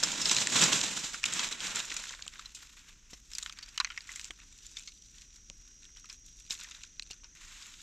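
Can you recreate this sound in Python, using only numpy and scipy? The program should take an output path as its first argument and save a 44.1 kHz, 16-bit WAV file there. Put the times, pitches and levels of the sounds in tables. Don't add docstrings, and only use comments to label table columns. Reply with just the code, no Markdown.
import sys
import numpy as np
from scipy import signal
from scipy.fft import rfft, irfft, next_fast_len
from scipy.io import wavfile
from scipy.ndimage import uniform_filter1d

SR = 44100
rng = np.random.default_rng(int(sys.argv[2]) if len(sys.argv) > 2 else 0)


def unload_wav(signal):
    wavfile.write(
        sys.argv[1],
        SR,
        np.round(np.clip(np.atleast_2d(signal).T, -1, 1) * 32767).astype(np.int16),
    )


N = 344862

# (frequency [Hz], relative level [dB per Hz])
LEAF_COLOUR = [(59, -36), (110, -14), (185, -8), (471, -16), (750, -18.5), (980, -14.5), (1230, -16),
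               (1390, -14.5), (2080, -13.5), (2320, -11), (3860, -0.5), (4380, -5), (7450, 1.5),
               (10200, -26.5), (11900, -20), (16000, -50)]


def gain_of(db):
    return 10 ** (np.asarray(db) / 20)


def evened(x):
    return x / np.sqrt(np.mean(x ** 2) + 1e-20)


def curve(rows):
    s, *columns = np.transpose(list(rows))
    t = np.arange(N) / SR
    return [np.interp(t, s, column) for column in columns]


def coloured(x, points):
    length = x.shape[-1]
    size = next_fast_len(length)
    hz, db = np.transpose(points)
    pitches_hz = np.fft.rfftfreq(size, 1 / SR)
    gain = gain_of(np.interp(np.log(pitches_hz + 1), np.log(hz + 1), db))
    return irfft(rfft(x, size) * gain, size)[..., :length]


def band(x, lo_hz, hi_hz):
    return signal.sosfilt(signal.butter(3, [lo_hz, hi_hz], "bandpass", fs=SR, output="sos"), x)


def below(x, hz):
    return signal.sosfiltfilt(signal.butter(3, hz, fs=SR, output="sos"), x)


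def top(x):
    return signal.sosfiltfilt(signal.butter(4, 10400, "highpass", fs=SR, output="sos"), x)


def crackle(shape, per_s, spread_db):
    size = gain_of(spread_db * np.minimum(rng.exponential(1, shape), 4))
    clicks_here = rng.random(shape) < per_s / SR
    return size * rng.standard_normal(shape) * clicks_here


def rustle():
    # (time [s], hiss [dB], fitfulness [dB])
    texture = [(0, 3.5, 1.75), (1.0, 20.5, 1.9), (1.4, 14, 1.4), (2.1, -3, 1.5), (2.4, 8, 3.5), (4.8, 0, 2),
               (7.2, -4, 1), (7.45, 8, 1.3), (7.82, 5.5, -0.2)]
    # (time [s], level [dB])
    body = [(0, -1), (.85, -1), (1.1, -7), (2.0, -6), (2.4, -14), (7.82, -16)]
    # (time [s], relative level [dB])
    top_lift = [(0, -3.5), (2.0, 0.5), (2.6, 8), (3.6, 8), (4.5, 2.5), (5.5, 5), (7.0, 3.5), (7.82, 5.5)]

    crisp_gain, dull_gain = effort()
    hiss_db, fitful_db = curve(texture)
    low_gain = gain_of(curve(body)[0])
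    top_gain = gain_of(curve(top_lift)[0])
    clumps = evened(uniform_filter1d(uniform_filter1d(rng.standard_normal(N), 500), 300))

    t = np.arange(500) / SR
    grains = np.zeros((2, N))
    for hz in np.geomspace(400, 6000, num=10):
        dying_noise = rng.standard_normal(len(t)) * gain_of(-60 * t / 0.019)
        ring = band(dying_noise, hz, 3 * hz)
        clicks = crackle((2, N), 150, spread_db=4.5)
        grains += signal.oaconvolve(clicks, ring[None])[:, :N]

    hiss_gain = gain_of(hiss_db)
    mixed = evened(grains) + hiss_gain * rng.standard_normal((2, N))
    steady = mixed / np.sqrt(1 + hiss_gain ** 2)
    leaves = coloured(gain_of(fitful_db * clumps) * steady, LEAF_COLOUR)

    low, dull = below(leaves, 1050), below(leaves, 2500)
    crisp = evened(leaves - dull + (top_gain - 1) * top(leaves))
    return crisp_gain * crisp + dull_gain / np.std(dull) * (dull - low + low_gain * low)


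def effort():
    # (time [s], level [dB], dull part against it [dB])
    stir = [(0, -39, -3.5), (.9, -36, -4.5), (1.2, -52.5, -5), (1.4, -51, 3.5), (2.0, -44.5, -3.5),
            (2.25, -58, -2), (2.8, -70, -7), (3.05, -71.5, 5.5), (3.3, -64.5, -10), (3.5, -65.5, 5),
            (3.7, -62, 3), (3.95, -61.5, 2), (4.35, -65.5, -4.5), (4.7, -56.5, -10.5), (5.0, -64.5, -20),
            (5.2, -64, -5), (5.45, -71, -7), (5.7, -67, -4), (6.0, -76, -11), (6.22, -94, -15),
            (6.4, -76, 1), (6.9, -70, -3), (7.19, -73, -8), (7.3, -85, 7), (7.82, -54.5, -7)]
    # (start [s], hold [s], effort [dB], dull part against it [dB])
    strokes = [(0.026, 0.0097, -32, -5), (0.244, 0.18, -33.5, -9), (0.517, 0.087, -33.5, -5),
               (0.554, 0.1, -26.5, -4.5), (0.679, 0.04, -35, 1), (0.725, 0.026, -30, -7.5),
               (0.789, 0.046, -35, -6), (0.959, 0.11, -39, -5.5), (1.131, 0.0074, -38, -4.5),
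               (1.25, 0.046, -42, 0.5), (1.32, 0.13, -37, -3), (1.509, 0.011, -40, -0.5),
               (1.606, 0.11, -40, -1), (1.746, 0.047, -37, -2.5), (1.92, 0.2, -48.5, -6),
               (2.319, 0.14, -58.5, 2), (2.546, 0.17, -60, -1.5), (2.765, 0.13, -61, 1.5),
               (3.103, 0.012, -53.5, -6), (3.3, 0.15, -56.5, -5.5), (4.067, 0.027, -53.5, -7),
               (4.102, 0.014, -53.5, 1.5), (4.12, 0.14, -52, -7.5), (4.386, 0.022, -69.5, 9.5),
               (4.65, 0.017, -56.5, -23), (4.751, .01, -63, 0), (4.766, 0.013, -48.5, -8),
               (5.148, 0.04, -58.5, -14), (5.337, 0.016, -61, -7), (5.819, 0.03, -62, -3),
               (5.96, 0.012, -58.5, -5), (6.039, 0.0054, -63, -3), (6.088, 0.0076, -54, -2.5),
               (6.117, 0.005, -58, -19), (6.242, 0.31, -63, -13), (6.32, .02, -76, -20),
               (6.496, 0.021, -39, -8), (6.592, 0.041, -50.5, -3), (6.665, 0.1, -55, -1),
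               (6.804, 0.034, -57.5, -6.5), (7.1, 0.0044, -54.5, -1.5), (7.232, 0.0082, -66, 5.5),
               (7.348, 0.13, -61.5, 0.5), (7.408, 0.32, -56, -3.5), (7.502, 0.18, -59, 2)]
    rise_s, fall_db_per_s = 0.004, 264

    t = np.arange(N) / SR
    stir_db, stir_dull_db = curve(stir)
    crisp_power = gain_of(stir_db) ** 2
    dull_power = gain_of(stir_db + stir_dull_db) ** 2
    for s, hold_s, db, dull_db in strokes:
        rise = np.clip((t - s) / rise_s, 0, 1)
        falling_s = np.maximum(t - s - rise_s - hold_s, 0)
        power = (rise * gain_of(db - fall_db_per_s * falling_s)) ** 2
        crisp_power = crisp_power + power
        dull_power = dull_power + power * gain_of(dull_db) ** 2
    return np.sqrt(crisp_power), np.sqrt(dull_power)


def snaps():
    # (time [s], middle part's peak [dB], bright part against it [dB], dull part against it [dB],
    # low tone [Hz], high tone [Hz], time for the middle part's clicks to fall 60 dB [s])
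    snap_rows = [(0.0353, -10.5, -1.5, -15, 1400, 7400, 0.035), (0.1176, -20, -2, -27, 2300, 7140, 0.041),
                 (0.2035, -26, -17, -9.5, 1000, 5430, 0.036), (0.216, -20.5, -1.5, -22, 2700, 5300, 0.068),
                 (0.2562, -13.5, -24, -25, 2220, 5100, 0.024), (0.2953, -14, -4, -26, 2670, 3820, 0.028),
                 (0.3125, -14, -1.5, -10.5, 1010, 7760, 0.084), (0.347, -19, 0, -16, 2470, 3900, 0.024),
                 (0.3728, -19, -11, -9, 2430, 4060, 0.022), (0.385, -14, -11, -11, 1630, 4000, 0.011),
                 (0.421, -23.5, -17, -0.5, 2800, 3500, 0.032), (0.4712, -15.5, -2.5, -5, 1960, 7450, 0.013),
                 (0.5232, -25, 2, -8, 1700, 7660, 0.019), (0.6164, -22, 11, -15, 2730, 7200, 0.019),
                 (0.6372, -14.5, 0.5, -14, 1330, 7500, 0.073), (0.7296, -15, -5, -30, 2690, 3290, 0.033),
                 (0.8137, -13, -8, -23, 1730, 7350, 0.014), (1.144, -29, -12, 1.5, 1400, 5100, 0.024),
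                 (1.232, -26, -6, -7, 1760, 5600, 0.026), (1.2397, -15, -3.5, 0.5, 2560, 2800, 0.014),
                 (1.2553, -20, 0, -17, 2940, 7240, 0.034), (1.2597, -16, -4, -12, 2470, 3700, 0.031),
                 (1.3365, -24, 7.5, -25, 2440, 7750, 0.011), (1.3633, -28, -10, -24, 2660, 4970, 0.022),
                 (1.3929, -17.5, -7.5, -5.5, 930, 3260, 0.069), (1.488, -26.5, -4, -22, 2420, 7000, 0.034),
                 (1.5247, -23.5, -6, -24, 2530, 3940, 0.038), (1.6045, -22.5, -9, -27, 2740, 3080, 0.016),
                 (1.6694, -23.5, -1, -22, 1500, 3200, 0.017), (1.7125, -39, -1, -13, 2710, 6440, 0.018),
                 (1.7587, -27.5, 8, -7, 2030, 7400, 0.0069), (1.8891, -40, -9, -18, 2780, 7360, 0.022),
                 (1.9, -31, -17, -15, 1610, 3220, 0.026), (1.9663, -21, -3, -9.5, 2360, 7000, 0.031),
                 (1.992, -37, -9, -5, 1340, 7050, 0.022), (2.093, -28.5, -17, -15, 2020, 3110, 0.027),
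                 (2.223, -25.5, -14, -29, 2300, 4200, 0.012), (2.2653, -41, 2, 0.5, 1200, 7040, 0.017),
                 (2.279, -26.5, -1.5, -31, 3070, 7550, 0.012), (2.337, -39.5, -8, -1, 1910, 3870, 0.015),
                 (2.357, -42, -13, 6.5, 1330, 3570, 0.016), (2.381, -43, -9, -14, 2040, 3660, 0.017),
                 (2.394, -32.5, -6, -1, 1270, 3750, 0.031), (2.4577, -33.5, -7, -20, 1030, 4040, 0.03),
                 (2.5483, -34.5, 2, -32, 2530, 7600, 0.14), (3.133, -35.5, -12, -9, 1970, 5500, 0.052),
                 (3.316, -37, -3, -27, 2320, 6830, 0.02), (3.3345, -30, -1, -20, 1990, 5270, 0.013),
                 (3.351, -28.5, 0, -30, 2400, 4800, 0.044), (3.3837, -22.5, 2, -13, 1970, 4340, 0.023),
                 (3.3994, -40, -12, -16, 2800, 3620, 0.017), (3.4267, -25.5, -7, -26, 1980, 3730, 0.023),
                 (3.431, -39.5, 11, -1, 1300, 7100, 0.019), (3.461, -25, -28, -1, 1870, 3220, 0.015),
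                 (3.4844, -45, -10, -16, 2800, 4640, 0.02), (3.496, -29, -9, -9, 1270, 3350, 0.015),
                 (3.5245, -35, -2, -7, 2440, 4650, 0.022), (3.573, -42, -8, -17, 2200, 3600, 0.01),
                 (3.5876, -30.5, -7.5, -8.5, 1900, 4550, 0.035), (3.611, -43, -6, -9, 2300, 4600, 0.011),
                 (3.6272, -34, -9, -14, 1840, 4530, 0.053), (3.661, -41, -2, -20, 2500, 4630, .025),
                 (3.688, -38, -3, -19, 2600, 4740, 0.038), (3.746, -46, -10, -4, 2300, 3000, .01),
                 (3.7604, -45, -12, -19, 2700, 5600, 0.014), (3.777, -18, -3.5, -7, 2980, 4080, 0.024),
                 (3.8009, -14, -10, -5, 1080, 4030, 0.032), (3.8464, -18.5, -13, -1, 2340, 4270, 0.024),
                 (3.873, -43, -8, 6, 1980, 5680, 0.015), (3.9026, -31.5, -22, 1.5, 1360, 3140, 0.039),
                 (3.92, -38, -13, 0, 2070, 2840, 0.022), (3.9439, -51, -9, 6, 2390, 3920, 0.01),
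                 (3.9759, -26, -12, 2, 2100, 5050, 0.021), (4.0067, -33, -19, -12, 2040, 4200, 0.012),
                 (4.073, -46, 1, -4, 2340, 7600, 0.03), (4.091, -41, -2, 8.5, 1970, 5650, 0.028),
                 (4.118, -37, 5, -16, 2690, 6750, 0.015), (4.1592, -30, 1.5, -7.5, 2030, 7600, 0.035),
                 (4.1956, -27, -4, -2.5, 2190, 3310, 0.0052), (4.2133, -30.5, -5, -24, 2690, 6440, 0.0081),
                 (4.2444, -27, -3, -26, 2820, 7250, 0.0083), (4.253, -37, 0, -10, 2300, 7400, 0.011),
                 (4.2624, -40, -5, -11, 2740, 7290, 0.019), (4.3081, -34, -6, 0, 1390, 3000, 0.014),
                 (4.3066, -29.5, -9, 1, 2150, 3340, 0.011), (4.526, -46, -1, -8, 2300, 3800, .015),
                 (4.6657, -41, 6, -23, 2500, 4000, 0.017), (4.7145, -48, 5, -18, 2800, 5800, .012),
                 (4.7487, -54, -9, 0, 1920, 5760, 0.022), (4.769, -27, -17, -13.5, 2190, 3550, 0.031),
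                 (4.7835, -35.5, -9, -22, 2370, 5300, 0.02), (4.788, -34, -4, -15, 2380, 5630, 0.011),
                 (4.795, -40, 5, -15, 2500, 7370, 0.02), (4.824, -44, 1, -15, 2800, 6500, .012),
                 (4.8352, -43, 2, -17, 2500, 7800, .015), (4.8747, -31, -11, -14, 2130, 4430, 0.052),
                 (4.9204, -42.5, -4, -14, 2820, 4000, 0.018), (5.022, -46, -3, -25, 2750, 5770, 0.018),
                 (5.1835, -40, -8, -9, 2500, 3300, 0.013), (5.212, -49, -10, -7, 2100, 3260, .015),
                 (5.4996, -27.5, -4, -12.5, 2810, 4400, 0.005),
                 (5.853, -38.5, -12, -16, 2900, 3600, 0.0062), (5.9704, -38, -13, -20, 2870, 5780, 0.031),
                 (6.043, -45, -16, -2.5, 1200, 5640, 0.025), (6.098, -33, -8, -11, 2300, 5110, 0.028),
                 (6.128, -40.5, 6, -13, 2350, 5660, 0.028), (6.4648, -42, -7, -19, 2600, 4440, 0.011),
                 (6.5073, -17, -7, -38, 2240, 3760, 0.018), (6.5889, -42, 2, -16, 2480, 5660, 0.022),
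                 (6.6112, -31, -8, -24, 2690, 3940, 0.013), (6.6444, -33, -12, -7, 1830, 6470, 0.024),
                 (6.711, -34.5, -2, -8, 2800, 3650, 0.022), (6.7487, -35, -21, -21, 2500, 3700, 0.022),
                 (6.7894, -55, -8, -16, 2700, 5800, 0.022), (6.817, -44, -10, -19, 2760, 3120, 0.024),
                 (6.8478, -39, -12, -23, 2450, 5820, 0.036), (6.996, -21.5, -9, -12.5, 2300, 3980, 0.011),
                 (7.0232, -31, -6, -16, 2720, 4140, 0.016), (7.0313, -41, 0, -15, 2600, 4600, 0.019),
                 (7.073, -44, -7, -16, 2590, 5800, 0.019), (7.1088, -27.5, -4, -19, 2820, 4300, 0.056),
                 (7.132, -38, -15, -16, 1420, 5780, 0.024), (7.243, -39, -14, -12, 1510, 5700, 0.041),
                 (7.6231, -36, -5, -25, 2190, 4800, 0.036)]

    t = np.arange(3072) / SR
    out = np.zeros((2, N + len(t)))
    for s, db, bright_db, dull_db, low_hz, high_hz, decay_s in snap_rows:
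        burst = crackle((2, len(t)), 14000, spread_db=4.5)
        burst[:, 8] += 8.0
        tones_hz = [low_hz, high_hz, rng.uniform(5130, 10500)]
        width_hz = 6 / decay_s
        # (level against the middle [dB], lowest [Hz], highest [Hz], times the decay)
        parts = [(bright_db, 5500, 16000, 0.8), (0, 2500, 5500, 1), (dull_db, 1050, 2500, 1.5)]
        at = round(s * SR)
        for part_db, lo_hz, hi_hz, longer in parts:
            crack = burst * gain_of(-60 * t / (decay_s * longer))
            part = band(coloured(ringing(crack, tones_hz, width_hz), LEAF_COLOUR), lo_hz, hi_hz)
            centre_peak = abs(signal.hilbert(part[0])).max()
            out[:, at:at + len(t)] += gain_of(db + part_db) * part / centre_peak
    return out[:, :N]


def ringing(x, tones_hz, width_hz):
    ring_db = 11
    tones = sum(signal.lfilter(*signal.iirpeak(hz, hz / width_hz, SR), x) for hz in tones_hz)
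    return x + gain_of(ring_db) * tones


def knocks():
    # (time [s], peak [dB], pitch [Hz])
    knock_rows = [(2.263, -49, 197), (3.131, -41.5, 189), (4.303, -47, 330), (5.5, -47.5, 203),
                  (6.507, -44, 131), (7.106, -47.5, 138)]
    ring_s, thud_share = 0.035, 0.9

    t = np.arange(4000) / SR
    out = np.zeros(N + len(t))
    for s, db, hz in knock_rows:
        thud = evened(band(rng.standard_normal(len(t)), 120, 900))
        tone = np.sin(2 * np.pi * hz * t)
        blow = (tone + thud_share * thud) * gain_of(-60 * t / ring_s)
        at = round(s * SR)
        out[at:at + len(t)] += gain_of(db) * blow / abs(blow).max()
    return out[:N]


def insects():
    # (start [s], end [s], start pitch [Hz], end pitch [Hz], width [Hz], throb depth [0-1])
    singers = [(2.7, 7.45, 5690, 5822, 20, .8), (2.7, 7.9, 6340, 6470, 15, 1),
               (4.85, 6.55, 5697, 5695, 5, 0), (4.2, 7.9, 5900, 5955, 12, .4),
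               (4.25, 5.6, 6014, 6013, 6, 0), (5.0, 6.5, 6090, 6112, 8, 0), (5.55, 6.55, 6325, 6325, 8, 0),
               (6.7, 7.5, 6205, 6200, 8, 0), (5.1, 6.4, 5140, 5134, 10, 0), (4.4, 5.5, 5385, 5382, 10, 0)]
    singer_levels = [(-84, -66, -67.5, -70, -65, -62.5, -64.5), (-86, -72, -88, -71, -65, -73, -65),
                     (-68, -64.5, -65), (-82, -73, -87), (-70, -65, -71), (-80, -77, -80), (-66, -74, -78),
                     (-81, -65.5, -70), (-86, -74, -82), (-82, -88, -87)]
    fade_s, throb_per_s = 0.15, 26
    fuzz_per_hz = 0.012

    t = np.arange(N) / SR
    out = np.zeros(N)
    for (start, end, start_hz, end_hz, width_hz, depth), levels_db in zip(singers, singer_levels):
        steps = len(levels_db)
        times = np.linspace(start, end, steps)
        hz, db = curve(zip(times, np.linspace(start_hz, end_hz, steps), levels_db))

        memory = np.exp(-np.pi * width_hz / SR)
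        wander = signal.lfilter([1], [1, -memory], rng.standard_normal(N))
        fuzz = evened(signal.lfilter([1], [1, -memory], wander))
        tone = np.cos(2 * np.pi * np.cumsum(hz) / SR + fuzz_per_hz * width_hz * fuzz)

        unsteady = evened(uniform_filter1d(rng.standard_normal(N), 9000))
        beats = throb_per_s * t + rng.random() + 0.037 * unsteady
        throb = 1 + depth * np.cos(2 * np.pi * beats)
        fade = np.clip(np.minimum(t - start, end - t) / fade_s, 0, 1)
        out += gain_of(db) * fade * evened(tone * throb)
    return out


def air():
    # (frequency [Hz], relative level [dB per Hz])
    air_colour = [(12, -25), (22, 7), (50, 2), (85, -10), (280, -17), (698, -36), (1000, -37), (1290, -31),
                  (3250, -26), (4540, -29), (5300, -20), (6180, -15), (7200, -22), (10200, -48),
                  (12800, -47), (16000, -70)]
    return gain_of(-59.5) * evened(coloured(rng.standard_normal((2, N)), air_colour))


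def scene():
    # (time [s], factor on the side signal [dB])
    width = [(0, -12), (1.5, -11), (2.2, -15.5), (2.9, -37.5), (7.82, -51)]
    # (time [s], share of the centre moved left [negative: right])
    lean = [(0, -0.13), (1.2, -0.13), (2.6, -0.0068), (2.9, -0.0049), (7.82, .001)]
    top_side_db = -5.5

    centre, side = rustle() + snaps() + air()
    narrowed = side * gain_of(curve(width)[0])
    side = narrowed + gain_of(top_side_db) * top(side) + curve(lean)[0] * centre
    centre = centre + insects() + knocks()
    return np.array([centre + side, centre - side])


def record(dry):
    hiss_db, edge_hz = -92, 15900
    hiss = gain_of(hiss_db) * evened(band(rng.standard_normal(dry.shape), 10500, 18000))
    limit = signal.firwin(511, edge_hz, window=("kaiser", 9), fs=SR)
    return signal.oaconvolve(dry + hiss, limit[None], "same")


dry = scene()
out = record(dry)
unload_wav(out)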